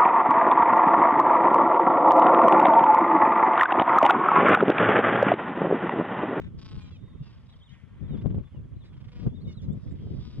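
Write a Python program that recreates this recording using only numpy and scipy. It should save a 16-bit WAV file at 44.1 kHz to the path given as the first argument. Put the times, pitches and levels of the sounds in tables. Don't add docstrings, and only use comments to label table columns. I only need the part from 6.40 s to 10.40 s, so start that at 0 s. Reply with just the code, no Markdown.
import sys
import numpy as np
from scipy import signal
from scipy.fft import rfft, irfft, next_fast_len
from scipy.io import wavfile
from scipy.ndimage import uniform_filter1d

SR = 44100
rng = np.random.default_rng(int(sys.argv[2]) if len(sys.argv) > 2 else 0)


def file_out(sig):
    cols = np.atleast_2d(sig).T
    lim = np.clip(cols, -1, 1)
    pcm = np.round(lim * 32767).astype(np.int16)
    wavfile.write(sys.argv[1], SR, pcm)


N = 176400

# tone_hz, relative_level_db
HISS_SPECTRUM = [(3000, -9.5), (6000, 2), (8000, -2.5), (10000, -4), (12000, -5.5)]
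HISS_DB, HISS_PATCH_DB = -85, 0.87

# time_s, level_db (before WIND_LIFT_DB), left_minus_right_db
WIND_STRENGTH = [(0.0, -39.5, 4), (0.169, -44, -0.5), (0.34, -40.5, -0.5), (0.42, -46.5, 5.5),
                 (0.769, -45.5, -6.5), (1.248, -55, 4), (1.48, -50, 11), (1.56, -51.5, -10.5),
                 (1.59, -45, 11.5), (1.68, -38, -2.5), (1.75, -29, 5), (1.79, -38.5, 2.5), (1.83, -35, 1),
                 (1.869, -28.5, 9.5), (1.89, -35, 3.5), (1.978, -29, -1), (2.02, -41, 13.5),
                 (2.101, -60, -5.5), (2.149, -43, 0.5), (2.48, -47.5, -2.5), (2.74, -46, -2),
                 (2.81, -43.5, 3), (2.871, -26, 3.5), (2.909, -41, 1), (3.09, -39, 2.3), (3.22, -44.5, -4),
                 (3.275, -37, 0.3), (3.37, -36.5, -2.5), (3.42, -47, -3), (3.47, -37.5, -4.5),
                 (3.58, -42, -5.5), (3.66, -35.5, 2.5), (3.77, -36, -4), (3.878, -44, 2.5), (4.0, -37, -4)]
# tone_hz, relative_level_db
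WIND_SPECTRUM = [(20, -36.5), (32, -21.5), (45, -18), (75, 0.5), (110, 1.5), (200, -6.5), (270, -16),
                 (400, -22), (550, -31.5), (800, -44.5), (1500, -60), (3000, -100)]
WIND_LIFT_DB, WIND_LUMP_DB, WIND_PATCH_DB = 3.5, 3.5, 1.5
CALM_DB, BRIGHTEN, KNEE_HZ = -42, 0.2, 134

# time_s (before BUFFET_LATE_S), peak_db (before BUFFET_TRIM_DB), left_minus_right_db
BUFFET_TIMES = [(1.731, -26, 4), (1.856, -12, 14.5), (1.942, -20, 5), (1.979, -19.5, -5), (2.144, -34, -11),
                (2.861, -28, -0.5), (3.62, -33.5, -3), (3.668, -26, -1)]
BUFFET_S, BUFFET_LATE_S, BUFFET_TRIM_DB = 0.001, 0.00402, -5
BUFFET_ROUND = 0.29

# tone_hz, relative_level_db
MURMUR_SPECTRUM = [(290, -23.5), (500, -0.5), (704, -7.5), (944, -5.5), (1050, -3), (1650, -10.5),
                   (2070, -9), (2590, -14.5), (3340, -11), (3680, -19.5), (4180, -23.5), (5180, -28.5),
                   (6730, -47.5), (11400, -120)]
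MURMUR_DB, MURMUR_PATCH_DB = -69, 3.5
MURMUR_SAME = 0.78

SCATTER_DB, SCATTER_T60_S = -11, 0.08

# time_s, pitch_hz, level_db, octave_level_db
WHISTLES_ON_LEFT = [
    [(0.295, 4030, -66, -81), (0.345, 3860, -75, -85), (0.381, 4300, -72, -82), (0.419, 4320, -78, -82),
     (0.44, 3583, -79, -92.5)],
    [(0.402, 3770, -78, -99), (0.422, 3600, -71, -72), (0.48, 3550, -80, -83)],
    [(1.2, 3741, -72, -107), (1.222, 3055, -61.5, -100), (1.236, 3653, -61, -74.5),
     (1.254, 3804, -70, -120), (1.266, 3603, -63, -76), (1.288, 2880, -68, -107), (1.336, 3348, -65, -77),
     (1.35, 2830, -68, -107)],
    [(1.125, 3770, -67, -114), (1.143, 3060, -64, -104), (1.165, 3740, -88, -117)],
    [(3.29, 3202, -76, -106), (3.332, 3650, -68, -68), (3.365, 3437, -98.5, -101)],
    [(3.445, 3210, -80, -108), (3.52, 3750, -72, -72.5), (3.58, 3450, -102, -106)],
]
# time_s, pitch_hz, level_db
WHISTLES_ON_RIGHT = [
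    [(0.575, 3586, -72), (0.665, 3673, -74.5), (.73, 3625, -72.5), (.765, 3650, -79), (0.821, 3620, -74),
     (0.87, 3400, -78)],
    [(.73, 2560, -85), (.79, 2680, -84), (.83, 2826, -72.5), (.9, 2630, -67.5)],
    [(1.095, 2920, -72.5), (1.11, 3753, -72)],
    [(1.078, 3780, -77), (1.11, 3930, -69), (1.14, 3750, -74)],
    [(1.3, 3400, -76), (1.35, 3540, -78), (1.4, 3220, -78)],
    [(1.48, 3150, -84), (1.6, 3330, -92), (1.65, 3600, -73), (1.675, 3390, -75.5), (1.7, 3150, -74),
     (1.75, 2880, -68)],
    [(1.682, 3890, -75), (1.738, 3635, -65), (1.765, 3200, -64)],
    [(1.785, 3463, -66), (1.801, 3493, -63.5), (1.815, 3290, -84)],
    [(1.99, 3250, -92), (2.035, 3350, -80), (2.065, 3500, -69.5), (2.1, 3470, -83.5), (2.135, 3080, -75.5),
     (2.18, 2720, -70)],
    [(2.355, 3700, -78), (2.375, 4040, -81), (2.4, 4070, -79), (2.42, 3600, -67), (2.44, 3360, -70)],
    [(2.437, 4250, -82.5), (2.46, 3780, -73), (2.477, 4050, -77), (2.495, 3680, -76)],
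    [(2.49, 3428, -72), (2.51, 3471, -81), (2.56, 3100, -70)],
    [(2.89, 3220, -86), (2.902, 3424, -69), (2.92, 3290, -78), (2.964, 3780, -64.5), (2.994, 3400, -71),
     (3.022, 4430, -68), (3.04, 4114, -79), (3.054, 3685, -65.5), (3.07, 3550, -66)],
    [(3.143, 3900, -63), (3.158, 4150, -74), (3.18, 3800, -58.5), (3.195, 3400, -67), (3.215, 3290, -64.5)],
    [(3.55, 3236, -82), (3.574, 3444, -74.5), (3.6, 3150, -74), (3.625, 3340, -71), (3.674, 3059, -76),
     (3.698, 3100, -69.5), (3.72, 2970, -81.5)],
    [(3.79, 3270, -75), (3.812, 3411, -66.5), (3.84, 3550, -77)],
]
WHISTLE_LAG, WHISTLE_EDGE_S = 3.46, 0.0016
OCTAVE_DB = -23.5
WAVER = 0.0016

# start_s, level_db (before the fade in and out)
CROAK_TIMES = [(.63, -69), (0.674, -63.5), (.723, -67), (.768, -66.5)]
# tone_hz, relative_level_db
CROAK_RESONANCES = [(1060, -4.5), (1980, -3)]
CROAK_S, CROAK_HZ, CROAK_LAG = 0.021, 225, -3.5

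# time_s, pitch_hz, level_db
SQUAWK_CALLS = [
    [(0.402, 815, -63), (0.45, 803, -63.5), (0.5, 766, -65)],
    [(0.508, 688, -65), (0.548, 656, -62), (0.572, 590, -65)],
    [(1.292, 754, -60), (1.302, 727.2, -68), (1.325, 790, -68)],
    [(3.072, 746, -60), (3.132, 708, -60.5), (3.143, 760, -79.5)],
    [(3.217, 616, -65.5), (3.247, 556, -67), (3.268, 550, -81)],
]
# tone_hz, relative_level_db
CHICK_THROAT = [(1120, -57), (1800, -42), (2170, -18.5), (2850, -19.5), (3670, -13.5), (4400, -23.5),
                (5180, -21.5), (6000, -25.5), (6730, -28), (8000, -43), (11400, -46.5)]
SQUAWK_TILTS = [-7, -8, -3.5, -3, 5]
SQUAWK_LAG, SQUAWK_PAN_DB = 3.76, -2.5
SQUAWK_EDGE_S, SQUAWK_FLUTTER_DB = 0.0013, 3

# start_s, length_s, level_db (before swell and throbs), first_pitch_hz, last_pitch_hz,
# throbs_per_s, throb_depth (0-1), sounding_share_of_throb (0-1), roughness (0-1),
# loudest_at (share of length), tilt_db_per_octave, treble_change_db (start to end),
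# chest_db, nasal_db, edge_db, ring_db, left_lag_samples
BRAY_CALLS = [(0.002, 0.099, -55.5, 224.6, 222.2, 35, 0.6, 0.58, 0.45, 0.19, 0, -12, -2, 5.5, 6, -6, -7),
              (0.176, 0.3542, -55, 222.9, 203.3, 30.7, 0.9, .76, 0.25, 0.25, 0.5, -18, -4, -4, .1, 8, -3),
              (0.819, .24, -62, 237.5, 215.5, 29, 0.74, 0.77, 0.48, 0.22, -1.1, -12, -9, -2.5, 1, 12, -3.5),
              (1.048, 0.19, -65.5, 229.7, 226.5, 30, 0.9, 0.54, 0.7, 0.18, 4, 2, -6, -2, 7, 7, -3.5),
              (1.293, 0.18, -64.5, 233.2, 222.5, 36, 0.1, 0.54, 0.42, 0.3, 5.5, -3, 5.68, 14, -4, -1, -3.5),
              (1.47, 0.37, -63.5, 230.6, 213.2, 20, 0.4, 0.64, 0.54, 0.72, -4, 3, -1, 6, 0.8, 0.5, -4),
              (1.755, 0.35, -59.5, 227.9, 222.5, 23, 1, 0.38, 0.4, 0.058, -2, -9.5, -2, -1, 1.5, 0, 2.5),
              (2.428, 0.078, -64.5, 234, 220, 21, 0.2, 0.7, 0.77, 0.34, 4, -.1, 5, 4, 4, 8, 4.5),
              (2.518, 0.4, -60, 241.6, 240, 26.5, .97, 0.45, 0.48, 0.66, 1.3, 3, 3.54, 1.5, -1, 7, 4),
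              (2.71, 0.18, -58.5, 243, 240.4, 29.5, 0.25, 0.9, 0.25, .45, 0.5, 2, 34.5, -4, -3, 6.5, 3),
              (3.338, 0.21, -72, 227, 229, 15.5, 0.3, .6, 0, 0.52, 13, 7, 1, -1, 6, 10, -3),
              (3.458, 0.19, -68.5, 228.4, 216.3, 25.4, 1, 0.47, 0.14, 0.21, -0.5, 2, -0.95, 11.5, 2, -1, 0.5),
              (3.543, 0.29, -66.5, 216.4, 230.8, 21, 0.07, 0.65, 0.18, 0.92, 5.5, 4, 2, 1.38, 5.5, 11, -3.5),
              (3.8, 0.36, -60.5, 247.4, 238.9, 23, 0.06, .6, 0.31, 0.11, 2, -3, -6, -4, 4.5, 11, -3.5)]
# tone_hz, relative_level_db
ADULT_THROAT = [(350, -51), (600, -12.5), (845, -3.5), (1100, -0.5), (1530, -4), (2300, -5), (2650, -6),
                (3130, -5.5), (3700, -8), (3950, -13), (4200, -23.5), (4550, -16.5), (5450, -20.5),
                (5900, -25.5), (8000, -32), (11500, -52)]
# centre_hz, width_octaves
THROAT_BANDS = [(500, .35), (1950, 0.46), (3700, 0.13), (4900, 0.3)]
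BRAY_RISE_S, BRAY_FALL_S = 0.014, 0.021
BRAY_SWELL_DB, BRAY_SAG_DB = -7, -8
THROB_SOFT, TREBLE_HZ = 0.18, 3900
SHIMMER_DB, JITTER = 2, 0.013

EDGE_HZ = 11950


def gain_of(db):
    return 10 ** (np.asarray(db) / 20)


def evened(x):
    return x / np.sqrt(np.mean(x ** 2) + 1e-20)


def drift(shape, width):
    return evened(uniform_filter1d(rng.standard_normal(shape), width))


def read(points, hz):
    f, value = np.transpose(points)
    return np.interp(np.log(hz + 1), np.log(f + 1), value)


def edges(t, rise, fall):
    return np.clip(np.minimum((t - t[0]) / rise, (t[-1] - t) / fall), 0, 1)


def add(mix, start_s, sound, lag, pan_db=0):
    size = next_fast_len(len(sound) + 64)
    spectrum = rfft(np.r_[np.zeros(16), sound], size)
    turn = np.exp(-1j * np.pi * np.fft.rfftfreq(size) * lag)
    pair = irfft([spectrum * turn, spectrum / turn], size) * gain_of([[pan_db / 2], [-pan_db / 2]])
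    part = mix[:, max(round(start_s * SR) - 16, 0):][:, :size]
    part += pair[:, :part.shape[1]]


def field(size, shape_db, patch_db, wide, same):
    hop = size // 4
    frames, hz = N // hop + 5, np.fft.rfftfreq(size, 1 / SR)[:, None]
    real, imaginary, patches = rng.standard_normal((frames, len(hz), 2, 3)).T
    patches = uniform_filter1d(patches, wide, 1)
    patches = evened(uniform_filter1d(patches, 6, 2))
    z = real + 1j * imaginary
    z[1] = same * z[0] + np.sqrt(1 - same ** 2) * z[1]
    z = z * gain_of(shape_db(hz, np.arange(frames) * hop / SR) + patch_db * patches)
    return signal.istft(z, nperseg=size, noverlap=size - hop)[1][:, :N]


def follow(rows):
    s, hz, *levels_db = np.transpose(rows)
    t = np.arange(s[0], s[-1], 1 / SR)
    hz = uniform_filter1d(np.interp(t, s, hz), 300, mode="nearest")
    hz = hz * (1 + WAVER * drift(len(t), 200))
    phase = 2 * np.pi * np.cumsum(hz) / SR
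    return t, hz, phase, [np.interp(t, s, db) for db in levels_db]


def hiss():
    def tone(hz, t):
        return read(HISS_SPECTRUM, hz) + 0 * t
    return gain_of(HISS_DB) * evened(field(512, tone, HISS_PATCH_DB, wide=5, same=0.1))


def wind():
    s, db, pan_db = np.transpose(WIND_STRENGTH)

    def tone(hz, t):
        octaves = np.clip(np.log2((hz + 1) / KNEE_HZ), -2, 4)
        shape = read(WIND_SPECTRUM, hz) + BRIGHTEN * octaves * (np.interp(t, s, db) - CALM_DB)
        return shape - 10 * np.log10(np.mean(gain_of(2 * shape), 0))

    noise = evened(field(1024, tone, WIND_PATCH_DB, wide=3, same=0))
    lumps = uniform_filter1d(rng.standard_normal((2, N)), 900, 1)
    lumps = evened(uniform_filter1d(lumps, 500, 1))
    t = np.arange(N) / SR
    level_db = np.interp(t, s, db + WIND_LIFT_DB) + np.outer([.5, -.5], np.interp(t, s, pan_db))
    return noise * gain_of(level_db) * evened(gain_of(WIND_LUMP_DB * lumps))


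def buffets():
    out = np.zeros((2, N))
    distance = np.arange(-441, 441) / SR / BUFFET_S
    distance = np.hypot(distance, BUFFET_ROUND) - BUFFET_ROUND
    dip = (distance - 1) * np.exp(-distance)
    for s, db, pan_db in BUFFET_TIMES:
        start_s = s + BUFFET_LATE_S - 441 / SR
        add(out, start_s, dip * gain_of(db + BUFFET_TRIM_DB), 0, pan_db)
    return out


def murmur():
    def tone(hz, t):
        bass_cut_db = 12 * np.log2(np.maximum(500 / (hz + 1), 1))
        return read(MURMUR_SPECTRUM, hz) - bass_cut_db + 0 * t
    return gain_of(MURMUR_DB) * evened(field(512, tone, MURMUR_PATCH_DB, wide=5, same=MURMUR_SAME))


def scatter(voices):
    t = np.arange(6000) / SR
    tail = rng.standard_normal((2, 6000)) * gain_of(-60 * t / SCATTER_T60_S) * (t > .002)
    return signal.fftconvolve(voices, tail / np.linalg.norm(tail[0]), axes=1)[:, :N]


def whistle(rows):
    t, _, phase, levels_db = follow(rows)
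    octave_db = levels_db[1] if len(levels_db) > 1 else levels_db[0] + OCTAVE_DB
    tone = gain_of(levels_db[0]) * np.sin(phase) + gain_of(octave_db) * np.sin(2 * phase)
    return np.sqrt(2) * tone * edges(t, WHISTLE_EDGE_S, WHISTLE_EDGE_S)


def croak(db):
    t = np.arange(0, CROAK_S, 1 / SR)
    tones = sum(gain_of(d) * np.sin(2 * np.pi * (f * t + rng.random())) for f, d in CROAK_RESONANCES)
    pulses = np.exp(-(t * CROAK_HZ % 1) / 0.95)
    return evened(tones * pulses) * np.hanning(len(t)) * gain_of(db)


def squawk(rows, tilt_db):
    t, hz, phase, (db,) = follow(rows)
    flutter = uniform_filter1d(rng.standard_normal((16, len(t))), 500, 1)
    flutter_db = SQUAWK_FLUTTER_DB * evened(flutter)
    stack = 0
    for k in range(1, 16):
        colour_db = read(CHICK_THROAT, k * hz) + tilt_db * np.log2(k * hz / 3000)
        stack = stack + gain_of(colour_db + flutter_db[k]) * np.cos(k * phase)
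    return evened(stack) * gain_of(db) * edges(t, SQUAWK_EDGE_S, SQUAWK_EDGE_S)


def bray(length, db, first_hz, last_hz, throb, depth, share, rough, top, tilt_db, change_db, *bands_db):
    t = np.arange(0, length, 1 / SR)
    pitch_hz = np.linspace(first_hz, last_hz, len(t)) * (1 + JITTER * drift(len(t), 300))
    turns = np.cumsum(pitch_hz) / SR
    pulses = np.diff(np.floor(turns), prepend=0) * gain_of(SHIMMER_DB * rng.standard_normal(len(t)))
    puffs = np.exp(-(turns % 1) / 0.86) * rng.standard_normal(len(t))
    drive = (1 - rough) * evened(pulses) + rough * evened(puffs)

    hz = np.fft.rfftfreq(len(t), 1 / SR) + 1
    colour_db = read(ADULT_THROAT, hz) + tilt_db * np.log2(hz / 2000 + .05)
    for (f, octaves), boost_db in zip(THROAT_BANDS, bands_db):
        colour_db = colour_db + boost_db * np.exp(-(np.log2(hz / f) / octaves) ** 2)
    spectrum = rfft(drive) * gain_of(colour_db)

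    treble_share = 1 / (1 + (TREBLE_HZ / hz) ** 8)
    low = irfft(spectrum * (1 - treble_share), len(t))
    treble = irfft(spectrum * treble_share, len(t))
    voice = evened(low + treble * gain_of(change_db * (t / length - .5)))

    shut = np.clip((abs(2 * (throb * t % 1) - 1) - share) / THROB_SOFT + .5, 0, 1)
    beat = 1 - depth * shut
    swell_db = np.interp(t / length, [0, top, 1], [BRAY_SWELL_DB, 0, BRAY_SAG_DB])
    return voice * beat * edges(t, BRAY_RISE_S, BRAY_FALL_S) * gain_of(db + swell_db)


def scene():
    voices = np.zeros((2, N))
    for side, calls in ((-0.97, WHISTLES_ON_LEFT), (1.0, WHISTLES_ON_RIGHT)):
        for rows in calls:
            add(voices, rows[0][0], whistle(rows), side * WHISTLE_LAG)
    for start_s, db in CROAK_TIMES:
        add(voices, start_s, croak(db), CROAK_LAG)
    for rows, tilt_db in zip(SQUAWK_CALLS, SQUAWK_TILTS):
        add(voices, rows[0][0], squawk(rows, tilt_db), SQUAWK_LAG, SQUAWK_PAN_DB)
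    for start_s, *settings, lag in BRAY_CALLS:
        add(voices, start_s, bray(*settings), lag)
    background = hiss() + wind() + buffets() + murmur()
    return background + voices + gain_of(SCATTER_DB) * scatter(voices)


def record(dry):
    low_pass = signal.firwin(511, EDGE_HZ, window=("kaiser", 9), fs=SR)
    return signal.oaconvolve(dry, low_pass[None], "same")


dry = scene()
out = record(dry)
file_out(out)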